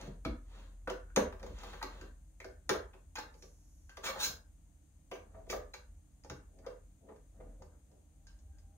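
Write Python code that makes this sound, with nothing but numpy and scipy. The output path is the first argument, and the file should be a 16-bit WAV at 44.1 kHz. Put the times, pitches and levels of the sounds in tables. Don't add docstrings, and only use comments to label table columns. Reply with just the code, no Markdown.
import sys
import numpy as np
from scipy import signal
from scipy.fft import rfft, irfft, next_fast_len
from scipy.io import wavfile
from scipy.ndimage import uniform_filter1d

SR = 44100
rng = np.random.default_rng(int(sys.argv[2]) if len(sys.argv) > 2 else 0)


def materialize(psi):
    bounded = np.clip(np.atleast_2d(psi).T, -1, 1)
    quanta = np.round(bounded * 32767).astype(np.int16)
    wavfile.write(sys.argv[1], SR, quanta)


def decibels_to_gain(level_db):
    exponent = np.asarray(level_db, float) / 20
    return 10 ** exponent


N = 386757

# (frequency [Hz], level [dB], t60 [s])
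CAN_MODES = [(385, -2, .15), (440, -6, .1), (495, 0, .12), (560, -3, .1), (660, -13, .08), (850, -6, .06),
             (1015, -5, .08), (1184, -4, .08), (1400, -11, .05), (1585, -7, .06), (1750, -8, .05)]
# (frequency [Hz], level [dB], t60 [s])
RIM_MODES = [(2105, -9, .04), (2285, -8, .05), (2950, -12, .04), (3225, -11, .04), (3750, -9, .04),
             (4115, -8, .04), (5050, -11, .015), (5550, -10, .015), (6240, -9, .015), (6520, -8, .015),
             (10000, -10, .01), (11700, -10, .01), (13300, -8, .01), (15650, -10, .01)]
MODES = CAN_MODES + RIM_MODES
BAND_EDGES_HZ = [340, 700, 1750, 4300, 7500, 16100]
# (blow level [dB], unpitched share [dB], contact length [s], room t60 [s], room level [dB])
BANDS = [(3.92, 3, 0.00961, 0.36, 2), (4.5, -1.5, .006, 0.53, -3), (12.5, 3, 0.0043, 0.28, 0.5),
         (18.5, -7, 0.0028, 0.26, 0.5), (9.5, 4.5, 0.0015, 0.25, 1)]


def rms_one(x):
    return x / np.sqrt(np.mean(x ** 2) + 1e-20)


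def band(x, low_hz, high_hz, order=2):
    return signal.sosfilt(signal.butter(order, [low_hz, high_hz], "band", fs=SR, output="sos"), x)


def band_of(hz):
    return int(np.clip(np.searchsorted(BAND_EDGES_HZ, hz) - 1, 0, 4))


def ring(clicks, hz, t60):
    r, w = decibels_to_gain(-60 / (t60 * SR)), 2 * np.pi * hz / SR
    return signal.lfilter([0, np.sin(w)], [1, -2 * r * np.cos(w), r * r], clicks + 1e-18)


def fader(points):
    s, db = np.transpose(points)
    out = np.full(N, -90.0)
    start, end = int(max(s[0], 0) * SR), min(int(s[-1] * SR), N)
    out[start:end] = np.interp(np.arange(start, end) / SR, s, db)
    return uniform_filter1d(decibels_to_gain(out), size=441)


def strokes(rows, colour_db, follows):
    rise_share, ends_db = 0.42, 22.5
    out = np.zeros((len(colour_db), N))
    for peak, length, level_db, *tilt in rows:
        rise, fall = rise_share * length, (1 - rise_share) * length
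        start = max(int((peak - 2 * rise) * SR), 0)
        at = np.arange(start, min(int((peak + 2 * fall) * SR), N))
        away = np.interp(at / SR - peak, [-2 * rise, 0, 2 * fall], [2, 0, 2])
        band_db = level_db + np.add(colour_db, np.multiply(follows, sum(tilt)))
        out[:, at] += np.outer(decibels_to_gain(band_db), decibels_to_gain(-ends_db * away ** 1.7))
    return out


def balance(points, hz):
    points_hz, difference_db = np.transpose(points)
    return decibels_to_gain(np.interp(np.log(hz + 1), np.log(points_hz), difference_db) * [[.5], [-.5]])


def rubbing(grains_per_s, spread_db, pitched, size):
    height = decibels_to_gain(spread_db * np.minimum(rng.exponential(1, size), 5))
    slips = height * rng.choice([-1, 1], size) * (rng.random(size) < grains_per_s / SR)
    modal = np.zeros((5, size))
    for hz, mode_db, t60 in MODES:
        modal[band_of(hz)] += decibels_to_gain(mode_db) * ring(slips, hz, 0.072 * t60)
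    out = []
    for k in range(5):
        raw = rms_one(band(slips, *BAND_EDGES_HZ[k:k + 2], order=3))
        out.append(rms_one(raw + pitched * rms_one(modal[k])))
    return np.array(out)


def soft_friction(gains):
    bands = np.tile(rubbing(5000, 2.2, 0.24, size=3 * SR), 3)[:, :N] * decibels_to_gain(-11.5) * gains
    bands[:2] = signal.lfilter([1], [1, -.93], bands[:2] + 1e-18) * [[.11], [.17]]
    bench_top = rms_one(band(rng.standard_normal(N), 130, 320, order=3))
    bands[0] += decibels_to_gain(-10.5) * gains[0] * bench_top
    return bands


def motor():
    # (time [s], level [dB])
    load = [(0.0, -50.5), (2.05, -51.5), (2.27, -60), (4.67, -61.5), (4.78, -72.5), (5.49, -55),
            (5.69, -54), (5.76, -75.5), (5.91, -52), (6.01, -66), (6.91, -57), (6.98, -75.5), (7.5, -50),
            (7.89, -76), (8.33, -55.5), (8.4, -66.5), (8.65, -56.5), (8.77, -72.5)]
    # (frequency [Hz], level [dB rms])
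    far_tones = [(430, -92), (620, -87.5), (790, -87)]
    # (time [s], level [dB])
    swell = [(7.8, -21.5), (8.0, -5.5), (8.77, 5)]
    # (peak time [s], length [s], level [dB])
    shakes = [(.29, 0.14, -39), (1.25, 0.24, -52), (1.51, 0.21, -47.5), (2.81, 0.18, -54),
              (5.45, .4, -57.5), (6.35, 0.37, -60), (7.67, 0.24, -63), (8.5, .5, -57.5)]
    hum = fader(load)
    waver = rms_one(band(rng.standard_normal(N), .8, 4.0, order=1))
    tone = np.sqrt(2) * np.sin(2 * np.pi * 43.5 * np.arange(N) / SR + .3 * waver)
    overtones = 0
    for hz, tone_db in far_tones:
        overtones = overtones + decibels_to_gain(tone_db) * rms_one(ring(rng.standard_normal(N), hz, .2))
    steady = hum * tone + fader(swell) * overtones

    rumble = decibels_to_gain(-61) * (hum / hum.mean()) ** 0.26 + strokes(shakes, [0], [0])[0]
    mid, side = band(rng.standard_normal((2, N)), 52, 84.8, order=4)
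    rumble_noise = (mid + 0.13 * side * [[1], [-1]]) / mid.std()
    return steady * decibels_to_gain([[.3], [-.3]]) + rumble * rumble_noise


def hiss():
    # (frequency [Hz], density [dB per Hz])
    air = [(100, -10), (150, -6), (230, -14.5), (310, -10.5), (360, -27), (650, -23.5)]
    # (frequency [Hz], density [dB per Hz])
    self_noise = [(1100, -32), (5700, -39.5), (6200, -28), (7100, -28.5), (7700, -32.5), (9000, -29),
                  (10500, -38), (15800, -41.5)]
    # (frequency [Hz], left minus right [dB])
    noise_balance = [(60, 1.0), (110, 0.0), (200, -2.5), (380, -6.5), (700, 1.0), (1290, 1.0), (2380, 0.0),
                     (4400, 1.0), (8120, 8.0), (15000, 2.0)]
    # (frequency [Hz], level [dB rms])
    whine_lines = [(14099, -104)]
    hz = np.fft.rfftfreq(N, 1 / SR) + 1
    points_hz, density_db = np.transpose(air + self_noise)
    colour = decibels_to_gain(np.interp(np.log(hz), np.log(points_hz), density_db))
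    alike = np.clip(1 - hz / 900, 0, 1)
    mid, side = rfft(rng.standard_normal((2, N))) * colour
    ports = np.sqrt(1 + alike) * mid + np.sqrt(1 - alike) * side * [[1], [-1]]
    noise = irfft(ports * balance(noise_balance, hz), N)
    whine = 0
    for line_hz, line_db in whine_lines:
        whine = whine + decibels_to_gain(line_db + 4.5) * np.sin(2 * np.pi * line_hz * np.arange(N) / SR)
    return decibels_to_gain(-69.5) * noise / noise.mean(axis=0).std() + whine


def can_slides():
    # (peak time [s], length [s], tin level [dB], brightness [dB])
    turns = [(0.01, 0.22, -49, 0), (.57, 0.31, -57.5, 1.5), (1.44, 0.15, -57.5, -13), (1.5, 0.2, -68, 9),
             (1.6, 0.15, -55, 2.5), (1.69, 0.33, -53, 4.5), (1.8, .14, -72, -1), (1.95, 0.26, -55, 0.5),
             (2.045, 0.079, -57, -4.5), (3.32, .1, -74.5, -5.5), (3.47, 0.26, -77, -5.5),
             (5.26, 0.055, -69.5, -16), (5.36, 0.28, -66.5, -9.5), (5.63, 0.45, -72, -12)]
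    return soft_friction(strokes(turns, [-1.5, 2, -4.5, -7.5, -19], [-0.68, 0.088, 1, 0.95, .7]))


def blows():
    # (time [s], tin peak [dB], can body re tin [dB], brightness re tin [dB])
    knocks = [(0.249, -39.5, 0.5, -12), (0.874, -37.5, -0.5, -23), (0.899, -37.5, 1.5, -10.5),
              (1.161, -23, -3.5, -6.5), (1.428, -46, 4, -11), (1.633, -39.5, -8.5, -19),
              (1.73, -41, -11, -23), (1.812, -38, -19, -32), (1.826, -34, -10.5, -10),
              (2.011, -48, 0, -11.5), (2.401, -49, -2, -9), (2.444, -48, 7.5, -8), (2.692, -20, -8.5, -14),
              (3.155, -37.5, -21, -7.5), (3.186, -36, -13.5, -11), (3.423, -56.5, 6, 4.5),
              (3.894, -54.5, -14, -5), (3.969, -42, -5.5, -12.5), (5.113, -41.5, 2.5, -14),
              (5.5, -38.5, 4, -0.5), (5.528, -39, 4, -18), (5.739, -45, -7, -4.5), (6.246, -63.5, 6.5, 2),
              (6.298, -44, -7, -5), (6.663, -48, 7, -9), (7.62, -61, 3, 0)]
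    # (time [s], tin peak [dB], can body re tin [dB], brightness re tin
    # [dB])
    more_knocks = [(0.012, -49.5, 0, -2), (0.072, -57.5, 10.5, -8), (1.203, -41.5, 3.5, -31),
                   (1.324, -46.5, -3, -18.5), (1.395, -51, -15, -15), (1.463, -47.5, -2, -9),
                   (1.586, -58, -7, 0.5), (2.479, -62, 7, -21), (2.734, -35.5, -5, -27), (2.935, -54, -6, -27),
                   (3.34, -62, 2.5, -4), (5.152, -46, -3.5, -20), (5.339, -63, 6, -32), (5.466, -63, 10.5, -16),
                   (5.564, -57, 9, -8), (6.236, -66, -5, 3), (6.587, -65, 9, -5), (6.702, -54.5, -6, -40),
                   (7.068, -72, 15, -25), (7.093, -57, 2, -38), (7.159, -66, -6, -12), (7.399, -62, 6, -45),
                   (7.915, -70.5, 0, -5.5), (8.269, -73.5, -20.5, 13.5), (8.389, -80.5, -16, 11.5),
                   (8.584, -69.5, -14.5, 1.5)]
    s, tin_db, body_db, bright_db = np.transpose(knocks + more_knocks)
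    rim_db = -11.5 + 0.56 * bright_db
    edge_db = -14.5 + 0.51 * bright_db
    colour_db = np.c_[body_db, 0 * body_db, rim_db, bright_db, edge_db]
    level_db = tin_db[:, None] + colour_db + np.array(BANDS)[:, 0]

    at, out, t = np.round(s * SR).astype(int), np.zeros((5, N)), np.arange(2048) / SR
    chance = rng.standard_normal((len(at), 30))
    chatter = rng.standard_normal((len(at), 2048))
    softness = np.clip(decibels_to_gain(-.5 * (bright_db[:, None] + 9.0)), .6, 3.0)
    spread = at[:, None] + np.arange(2048)
    for k, (_, share_db, length, _, _) in enumerate(BANDS):
        lasts = length * softness
        shape = (1 - np.exp(-t / (0.15 * lasts))) * np.exp(-t / lasts)
        if k == 0:
            shape = shape * np.clip(t / length, 0, 1)
        height = decibels_to_gain(level_db[:, [k]] + share_db) * np.sqrt(SR / 8 / BAND_EDGES_HZ[k + 1])
        np.add.at(out[k], spread, height * chatter * shape)
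        out[k] = band(out[k] + 1e-18, *BAND_EDGES_HZ[k:k + 2], order=3)
    out[:3] = signal.lfilter([1], [1, -.85], out[:3]) * [[.17], [.22], [.4]]

    for m, (hz, mode_db, t60) in enumerate(MODES):
        k = band_of(hz)
        clicks = np.zeros(N)
        delay = (SR * .6 * BANDS[k][2] * abs(chance[:, -1 - m % 2])).astype(int)
        clicks[at + delay] = decibels_to_gain(level_db[:, k] + mode_db - 12 + 2 * chance[:, m])
        out[k] += ring(clicks, hz, .75 * t60)
    return out


def thumps():
    # (time [s], peak level [dB], bench pitch [Hz])
    rocks = [(0.017, -41, 132), (0.073, -37.5, 144), (0.254, -28.5, 260), (0.875, -57, 301),
             (1.164, -33, 276), (1.498, -48, 189), (1.832, -45, 320), (2.011, -47.5, 148),
             (2.451, -57.5, 324), (2.701, -37.5, 308), (3.17, -52, 302), (4.285, -48, 150),
             (5.126, -62.5, 304), (5.529, -50.5, 273), (6.301, -42.5, 146), (6.678, -66, 314)]
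    out, t = np.zeros((5, N)), np.arange(SR // 4) / SR
    for s, thump_db, hz in rocks:
        push = rng.standard_normal(len(t)) * t / .012 * np.exp(1 - t / 0.0077)
        board = band(push, 0.4 * hz, 340, order=3) + 0.012 * ring(push, hz, 0.045)
        out[0, round(s * SR):][:len(t)] += decibels_to_gain(thump_db - 1.0) * board / abs(board).max()
    return out


def ringing():
    # (time [s], level [dB], frequency [Hz])
    damped = [(0.895, -52, 3000), (.251, -53.5, 4125), (6.299, -54, 1545), (0.25, -48, 1280),
              (.25, -56, 2299), (.25, -60, 3420), (.255, -48, 635), (.873, -40, 1492), (1.1, -66.5, 1470),
              (1.165, -48, 1570), (1.168, -31, 402), (1.169, -29.5, 502), (2.702, -36.5, 401),
              (2.702, -46.5, 497), (3.18, -46.5, 855), (5.528, -44, 504.5), (5.526, -46, 1184),
              (5.528, -49, 1588), (5.113, -53, 495), (5.135, -62, 6150), (5.5, -56, 6266),
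              (1.826, -50.5, 4115), (1.815, -50.5, 1560), (2.011, -57, 1560), (2.402, -55, 2130),
              (2.443, -56.5, 1560), (2.692, -54.5, 5190), (2.933, -68, 2520), (3.894, -70, 2800),
              (5.739, -57, 1500), (5.739, -58, 2287), (3.17, -50, 4165), (3.158, -52, 2455),
              (3.158, -58, 5152), (3.158, -52, 860), (3.17, -52, 1595), (3.424, -64, 5650),
              (3.43, -67, 480), (3.34, -70, 450), (1.432, -55, 500), (.876, -41, 520), (5.115, -57, 2906),
              (5.498, -51, 2290), (5.736, -55.5, 4040), (1.828, -48.5, 900), (8.268, -72, 1600),
              (6.245, -60, 543), (6.3, -58, 543), (6.298, -61, 4984), (6.665, -50, 495), (6.665, -68, 5022),
              (7.085, -56, 430), (7.12, -66, 855), (7.4, -57, 495), (7.62, -63, 861), (8.268, -76, 5383),
              (8.585, -80, 5022), (2.692, -46, 6300), (1.162, -45, 6400)]
    # (time [s], level [dB], frequency [Hz])
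    free = [(2.692, -54, 3233), (3.165, -54, 1586), (3.892, -62.5, 1567), (5.115, -60.5, 2348),
            (5.345, -71, 1148), (5.345, -64.5, 630), (5.5, -66, 3350), (6.245, -64, 847), (6.3, -57.5, 836),
            (8.268, -74.5, 1590), (8.275, -78, 5020), (8.268, -79, 4095), (8.285, -82, 2970),
            (2.444, -62, 1560), (3.2, -66, 3780)]
    out, t = np.zeros((5, N + SR)), np.arange(SR // 4) / SR
    for rows, longest_t60 in [(damped, 0.079), (free, 0.24)]:
        for s, ring_db, hz in rows:
            detune = 1 + rng.uniform(-1, 1, (5, 1)) * [[0], [.015], [.03], [.05], [.07]]
            partials = np.sin(2 * np.pi * hz * detune * t) * [[.9], [.7], [.6], [.5], [.4]]
            rough = .9 + .8 * rms_one(band(rng.standard_normal(len(t)), 20, 250, order=1))
            t60 = min(longest_t60, 900 / hz)
            gain = decibels_to_gain(ring_db - 60 * t / t60) * np.clip(t * hz / 2, 0, 1)
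            out[band_of(hz), round(s * SR):][:len(t)] += gain * np.sum(partials, axis=0) * rough
    return out[:, :N]


def singing():
    # (peak time [s], length [s], level [dB], frequency [Hz])
    sung = [(4.075, .07, -46, 2280), (4.085, .08, -46, 1090), (4.095, .07, -50, 530),
            (4.075, .07, -54, 4160), (4.075, .07, -53, 5350), (4.07, .06, -54, 6540),
            (4.165, .07, -50, 855), (4.16, .08, -57, 540), (4.17, .07, -57, 1500), (4.225, .09, -44, 1595),
            (4.21, .05, -48, 3770), (4.235, .08, -43, 4120), (4.265, .07, -49, 5300),
            (4.24, .07, -48, 6255), (4.25, .06, -50, 6780), (4.255, .06, -52, 5700), (4.3, .05, -53, 5035),
            (4.272, .025, -53, 480), (5.38, .12, -62, 670), (4.2, .05, -53, 850), (1.05, .25, -74, 1480),
            (8.56, .2, -84, 1600), (7.93, .1, -77, 700)]
    out = np.zeros((5, N))
    for peak, length, level_db, hz in sung:
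        near = slice(int(peak * SR) - SR // 2, int(peak * SR) + SR // 2)
        gain = strokes([(peak, length, level_db)], [0], [0])[0, near]
        out[band_of(hz), near] += gain * rms_one(ring(rng.standard_normal(SR), hz, .035))[:len(gain)]
    return out


def fingertips():
    # (peak time [s], length [s], level [dB], brightness [dB])
    glides = [
        (1.65, .9, -80, -1.2),
        (3.42, .3, -77, -4.2),
        (3.7, 1, -80, -3.5),
    ]
    bands = np.zeros((5, N))
    low, high = strokes(glides, [-4, -3], [-1, 1])
    bands[3] = low * rms_one(band(rng.standard_normal(N), 5600, 7200))
    bands[4] = high * rms_one(band(rng.standard_normal(N), 10600, 12000))
    return bands


def drag():
    # (peak time [s], length [s], tin level [dB], brightness [dB])
    rasps = [(4.043, .03, -43, -2), (4.064, 0.075, -38.5, 3), (4.098, 0.045, -43, -9),
             (4.165, 0.088, -45.5, -9), (4.208, 0.055, -45.5, 11.5), (4.238, 0.05, -44.5, 17),
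             (4.265, 0.028, -45.5, 13), (4.31, 0.041, -60, -33), (5.51, 0.054, -57, 18)]
    slips = np.tile(rubbing(4000, 3.0, 0.32, size=SR), N // SR + 1)[:, :N]
    return slips * decibels_to_gain(-8) * strokes(rasps, [-6.5, 1.5, -0.5, -0.7, -8], [-0.51, -0.051, 0.52, 0.92, 1.0])


def lid_creaks():
    # (peak time [s], length [s], tin level [dB], brightness [dB])
    creaks = [(6.59, 0.31, -77.5, -12.5), (6.655, 0.072, -62, 4), (7.04, 0.11, -83.5, -19),
              (7.11, 0.17, -68.5, -8.5), (7.43, 0.3, -66.5, -6.5), (7.61, 0.045, -74.5, -18.5),
              (7.73, 0.11, -71, -3), (7.93, 0.22, -81, -11.5), (8.31, 0.19, -84.5, 7), (8.38, .1, -90, -4),
              (8.74, .2, -86.5, -3)]
    return soft_friction(strokes(creaks, [4.0, 7.5, -21, -30, -40], [-1.01, 0.96, .4, 0.48, .4]))


def workshop(bands):
    # (frequency [Hz], left minus right [dB])
    port_balance = [(60, 0.5), (110, 0.5), (200, 0.5), (380, 0.0), (700, 0.0), (1290, 2.0), (2380, 0.5),
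                    (4400, -0.5), (8120, -1.5), (15000, 1.0)]
    left_lead_s, tail_cut_s = 0.00012, 0.2
    size, short, t = next_fast_len(N + SR), 2 ** 15, np.arange(SR // 2) / SR
    hz, out = np.fft.rfftfreq(short, 1 / SR), 0
    direct = np.exp(-2j * np.pi * hz * [[0], [left_lead_s]])
    alike = np.clip(2.2 - hz / 300, 0, .97)
    noise = rng.standard_normal((2, len(t)))
    for x, (_, _, _, t60, room_db) in zip(bands, BANDS):
        early = 1 + 3.3 * np.exp(-t / 0.0033)
        decay = decibels_to_gain(-60 * t / t60 - 7.9 * (t / tail_cut_s) ** 3)
        fade = early * decay * np.clip(t / 0.0013 - .5, 0, 1)
        mid, side = rfft(rms_one(noise * fade) / np.sqrt(len(t)), short)
        tail = np.sqrt(1 + alike) * mid + np.sqrt(1 - alike) * side * [[1], [-1]]
        heard = direct + decibels_to_gain(room_db) * tail
        colour = uniform_filter1d(abs(heard) ** 2, size=70, axis=1) / (1 + 2 * decibels_to_gain(2 * room_db))
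        fold = np.r_[1, np.full(short // 2 - 1, 2), np.zeros(short // 2)]
        cepstrum = irfft(-.5 * np.log(colour), short) * fold
        response = irfft(heard * np.exp(rfft(cepstrum)))[:, :len(t)]
        out = out + rfft(x, size) * rfft(response, size)
    hz = np.fft.rfftfreq(size, 1 / SR)
    port_notch = 1 - .85 * np.exp(-((hz - 7950) / 650) ** 2)
    port_peak = 1 + .8 * np.exp(-((hz - 15700) / 200) ** 2) + .7 * np.exp(-((hz - 13400) / 450) ** 2)
    bench = (1 - 0.5 * np.exp(-((hz - 335) / 25) ** 2)) * (1 - .2 * np.exp(-((hz - 730) / 45) ** 2))
    bass_cut = hz ** 2 / (hz ** 2 + 130 ** 2.0)
    out = out * port_notch * port_peak * bench * bass_cut * balance(port_balance, hz)
    return irfft(out, size)[:, :N]


def scene():
    struck = blows() + thumps() + ringing()
    struck[:2] = band(struck[:2], 60, 2100, order=2)
    rubbed = can_slides() + singing() + fingertips() + drag() + lid_creaks()
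    return motor() + hiss() + workshop(struck + rubbed)


def band_limit(x):
    return signal.sosfilt(signal.butter(12, 16510, fs=SR, output="sos"), x)


def record(dry):
    low_cut = signal.sosfilt(signal.butter(4, 33, "high", fs=SR, output="sos"), dry)
    top_cut = signal.sosfilt(signal.cheby2(24, 70, 16050, fs=SR, output="sos"), low_cut)
    return band_limit(top_cut)


dry = scene()
out = record(dry)
materialize(out)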